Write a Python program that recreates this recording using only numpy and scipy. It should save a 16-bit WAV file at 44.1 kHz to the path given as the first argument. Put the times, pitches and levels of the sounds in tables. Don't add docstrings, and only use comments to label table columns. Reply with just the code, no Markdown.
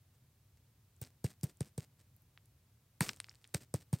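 import sys
import numpy as np
from scipy import signal
from scipy.fft import rfft, irfft, next_fast_len
from scipy.io import wavfile
from scipy.ndimage import map_coordinates

SR = 44100
rng = np.random.default_rng(int(sys.argv[2]) if len(sys.argv) > 2 else 0)


def digitize_waveform(pressure):
    field = np.atleast_2d(pressure).T
    bounded = np.clip(field, -1, 1)
    quanta = np.round(bounded * 32767).astype(np.int16)
    wavfile.write(sys.argv[1], SR, quanta)


N = 176400

# start in seconds, thump in dB and Hz, knock in dB and Hz, wood crack in dB,
# chip clack in dB, shell click in dB and Hz, high ping in dB and Hz, rustle in dB,
# rustle T60 in seconds, settling delay in seconds, settling in dB.
TAPS = [(1.0159, -34, 94, -40.5, 463, -59, -45, -37.5, 8350, -35.5, 15000, -50, 0.14, 0.046, -64.5),
        (1.2432, -23, 108.4, -28, 430, -53, -39.5, -37, 7800, -41.5, 12500, -45.5, 0.14, 0.059, -60.5),
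        (1.4335, -22.5, 119.6, -44, 480, -53, -36.5, -33.5, 8180, -41, 14800, -49, 0.15, 0.061, -62.5),
        (1.6073, -26, 114.5, -31, 450, -46, -36, -33.5, 8560, -53, 10900, -52.5, 0.15, 0.059, -63),
        (1.7793, -28, 114, -34, 482, -54, -41, -35, 8400, -50, 15000, -52.5, 0.12, 0.046, -62.5),
        (3.0072, -22.5, 138.5, -24.5, 972, -21, -32, -21.5, 8430, -31, 11400, -36.5, .28, 0.082, -49),
        (3.5462, -28, 122, -30, 530, -33.5, -29.5, -26, 8400, -39, 12600, -44.5, .13, 0.068, -59),
        (3.7407, -23.5, 111, -25, 503, -51, -35.5, -28, 8860, -38.5, 11860, -49, 0.16, 0.068, -64.5),
        (3.9296, -21, 123.4, -36, 830, -45, -38.5, -33.5, 8570, -46, 11700, -44.5, 0.13, .059, -66)]
# start in
# seconds, level in dB, pitch in Hz, bandwidth in Hz.
TICKS = [(.9650, -55.5, 8900, 4000), (1.0272, -39, 8250, 3000), (1.0312, -42.5, 4400, 7040),
         (1.049, -41.5, 4400, 5000), (1.265, -35.5, 4000, 7000), (1.4120, -47.5, 6650, 8000),
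         (1.4409, -27, 10500, 7100), (1.5716, -52, 8550, 5000), (1.63, -47, 3000, 7000),
         (1.8056, -42, 4600, 5000), (1.8230, -49.5, 4500, 9000), (2.165, -48.5, 14000, 6050),
         (2.221, -53, 14100, 6000), (2.3756, -40, 2700, 7700), (2.4576, -52, 8500, 8000),
         (3.0644, -35, 1900, 3500), (3.086, -31, 6960, 6000), (3.0911, -21.5, 3900, 8000),
         (3.0916, -20, 5200, 1700), (3.0944, -22, 2750, 6230), (3.1334, -39.5, 4500, 6000),
         (3.163, -43, 8000, 7000), (3.2019, -25.5, 3940, 14000), (3.2021, -25, 8575, 2770),
         (3.2435, -33.5, 3750, 5160), (3.2860, -41.5, 1850, 3020), (3.2945, -33.5, 5470, 1310),
         (3.313, -47.5, 2420, 4100), (3.3403, -53, 2870, 5000), (3.355, -47.5, 6000, 8000),
         (3.4431, -39.5, 4040, 5540), (3.4510, -47, 2500, 2960), (3.4757, -47, 9500, 4000),
         (3.5470, -25, 5030, 7140), (3.7422, -29, 877, 353), (3.7610, -41, 9100, 7000)]
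# centre in seconds, half length in seconds, level in dB.
SCRAPES = [(0.15, 0.014, -74.5), (0.576, 0.0073, -72), (2.004, 0.017, -70), (3.258, 0.14, -71.5),
           (3.47, 0.057, -72.5), (3.5451, 0.0025, -34)]
# frequency in Hz, bandwidth in Hz, gain per pass in dB.
WOOD_MODES = [(1330, 350, -8.5), (1770, 600, 1.5), (2500, 580, -1), (4500, 1000, -3.5)]
# frequency in Hz, relative level in dB.
RUMBLE_SPECTRUM = [(20, -12), (40, -1.5), (65, -2), (95, 0.5), (130, -3.5), (175, -16.5), (260, -23),
                   (400, -32.5), (800, -51.5)]
HISS_SPECTRUM = [(150, -4), (400, -3), (800, -6.5), (1500, -9.5), (5000, -12.5), (10000, -14), (14000, -12),
                 (16000, -13.5)]
CHIP_SPECTRUM = [(100, 12.5), (600, 3), (1000, -1.5), (2000, 0.5), (3200, -3), (5000, 0), (6800, -2),
                 (8700, 1.5), (10300, -8.5), (14000, -6), (16000, -13.5)]
BED_SPECTRUM = [(40, -32), (85, -2.5), (140, -1.5), (250, -8), (500, -18.5), (800, -26.5), (1500, -55)]
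# frequency in Hz, side minus mid in dB.
HISS_SIDE = [(400, -16), (1800, -8), (4500, -3), (9000, -1)]
# frequency in Hz, left minus right in dB.
BALANCE = [(1100, 0), (1400, 2.8), (2100, 2.6), (2700, 0), (7000, 0), (8500, -.6), (15000, -.3)]


def amp(db):
    return 10 ** (np.asarray(db) / 20)


def along(points, hz):
    point_hz, values = np.transpose(points)
    return np.interp(np.log(hz + 1), np.log(point_hz + 1), values)


def since(start_s):
    return np.arange(N) / SR - start_s


def bell(t, width_s):
    return np.exp(-np.minimum((t / width_s) ** 2, 200))


def fade(t, t60_s):
    return (t >= 0) * np.exp(-np.log(1000) * np.clip(t / t60_s, 0, 10))


def filtered(x, response):
    n = x.shape[-1]
    padded = next_fast_len(n + n // 8)
    return irfft(rfft(x, padded) * response(np.fft.rfftfreq(padded, 1 / SR)), padded)[..., :n]


def ring(x, modes):
    def response(f):
        return sum((-1) ** k * amp(db) * 1j * f * width_hz / (hz * hz - f * f + 1j * f * width_hz)
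                   for k, (hz, width_hz, db) in enumerate(modes))
    return filtered(filtered(x, response), response)


def coloured(x, spectrum):
    x = filtered(x, lambda hz: amp(along(spectrum, hz)))
    return x / np.sqrt(np.mean(x ** 2) + 1e-20)


def add(track, start_s, x):
    part = track[round(start_s * SR):][:len(x)]
    part += x[:len(part)]


def rumble(level_db=-65, swing_db=1, waver_hz=10):
    waver = map_coordinates(rng.standard_normal(64), [since(0) * waver_hz], mode="mirror")
    return amp(level_db + swing_db * waver) * coloured(rng.standard_normal(N), RUMBLE_SPECTRUM)


def hiss(mid_db=-77.5):
    mid, side = coloured(rng.standard_normal((2, N)), HISS_SPECTRUM)
    side = filtered(side, lambda hz: amp(along(HISS_SIDE, hz)))
    return amp(mid_db) * np.array([mid + side, mid - side])


def chip_grains(envelope, grains_per_s=650, ref_db=-58.5, grain_share=0.61):
    chance = np.clip(grains_per_s / SR * envelope / amp(ref_db), 1e-3, 1)
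    grains = (rng.random(N) < chance) * rng.standard_normal(N) / np.sqrt(chance)
    rubbing = np.sqrt(grain_share) * grains + np.sqrt(1 - grain_share) * rng.standard_normal(N)
    return envelope * coloured(rubbing, CHIP_SPECTRUM)


def rustle(rise_s=0.0046, settle_rise_s=0.0064, settle_fall_s=0.014):
    bed_re_thump_db, bed_re_settle_db, bed_t60_s = -21, -1.5, 0.14
    chip_power = sum((amp(db) * bell(since(centre_s), half_s)) ** 2 for centre_s, half_s, db in SCRAPES)
    bed_power = np.zeros(N)
    for start_s, thump_db, *_, rustle_db, t60_s, settle_s, settle_db in TAPS:
        t = since(start_s)
        rise = np.clip(t / rise_s, 0, 1)
        width_s = np.where(t < settle_s, settle_rise_s, settle_fall_s)
        settle = amp(settle_db) / np.cosh(np.minimum(abs(t - settle_s) / width_s, 20))
        shake = amp(rustle_db) * rise * fade(t, t60_s)
        shudder = amp(thump_db + bed_re_thump_db) * rise * fade(t, bed_t60_s)
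        chip_power += shake ** 2 + settle ** 2
        bed_power += shudder ** 2 + (amp(bed_re_settle_db) * settle) ** 2
    chips = chip_grains(np.sqrt(chip_power))
    return chips + np.sqrt(bed_power) * coloured(rng.standard_normal(N), BED_SPECTRUM)


def chip_ticks(cutoff_ratio=1.52):
    out = np.zeros(N)
    t = np.arange(SR // 15) / SR
    splinter = 0.53 * fade(t, t60_s=0.002)
    scatter = amp(-39) * fade(t, t60_s=0.084)
    for start_s, db, hz, width_hz in TICKS:
        snap = (t == 0) + (splinter + scatter) * rng.standard_normal(len(t))
        tick = ring(snap, [(hz, width_hz, 0)])
        tick = filtered(tick, lambda f: 1 / (1 + (f / (cutoff_ratio * hz)) ** 4))
        add(out, start_s, 2 * amp(db) * tick / np.linalg.norm(tick))
    return out


def impact(t, rub, modes, roughness=0.17):
    x = ring((t == 0) + roughness * rub * rng.standard_normal(len(t)), modes)
    return x / np.linalg.norm(x) * np.sqrt(SR / 3000)


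def shell_strikes(contact_s=0.0006, brush_s=0.0022, brush_db=-47.5):
    clack_hz, clack_width_hz, shell_width_hz, ping_width_hz = 5950, 4000, 1500, 1200
    out = np.zeros(N)
    t = np.arange(-SR // 100, SR // 50) / SR
    for start_s, _, _, _, _, crack_db, clack_db, shell_db, shell_hz, ping_db, ping_hz, *_ in TAPS:
        rub = bell(t - contact_s / 2, contact_s) + amp(brush_db - shell_db) * bell(t, brush_s)
        hit = amp(crack_db) * impact(t, fade(t, t60_s=0.0011), WOOD_MODES)
        hit += amp(clack_db) * impact(t, rub, [(clack_hz, clack_width_hz, 0)])
        hit += amp(shell_db) * impact(t, rub, [(shell_hz, shell_width_hz, 0)])
        hit += amp(ping_db) * impact(t, rub, [(ping_hz, ping_width_hz, 0)])
        add(out, start_s + t[0], hit)
    return out


def thumps_and_knocks(thump_peak_s=0.0081, sag_s=0.0016, knock_delay_s=0.00091):
    out = np.zeros(N)
    t = np.arange(SR // 20) / SR
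    pitch_ratio = 1 + 3.11 * np.exp(-t / sag_s)
    thump_envelope = bell(t - thump_peak_s, width_s=0.006)
    knock_t = np.maximum(t - knock_delay_s, 0)
    knock_envelope = fade(knock_t, t60_s=0.017) * (1 - bell(knock_t, width_s=0.00044))
    for start_s, thump_db, thump_hz, knock_db, knock_hz, *_ in TAPS:
        thump = np.sin(2 * np.pi * np.cumsum(thump_hz * pitch_ratio) / SR) * thump_envelope
        knock = np.sin(2 * np.pi * knock_hz * knock_t) * knock_envelope
        add(out, start_s, -amp(thump_db) * thump - amp(knock_db) * knock)
    return out


def scene():
    beetle = shell_strikes() + thumps_and_knocks() + rustle() + chip_ticks()
    stereo = filtered(beetle, lambda hz: amp(np.outer([0.5, -0.5], along(BALANCE, hz))))
    return stereo + rumble() + hiss()


def record(dry):
    low_cut_hz, top_hz, edge_hz = 99.5, 16000, 400
    thinned = signal.sosfilt(signal.butter(2, low_cut_hz, "highpass", fs=SR, output="sos"), dry)
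    return filtered(thinned, lambda hz: np.clip((top_hz - hz) / edge_hz + 0.5, 0, 1))


dry = scene()
out = record(dry)
digitize_waveform(out)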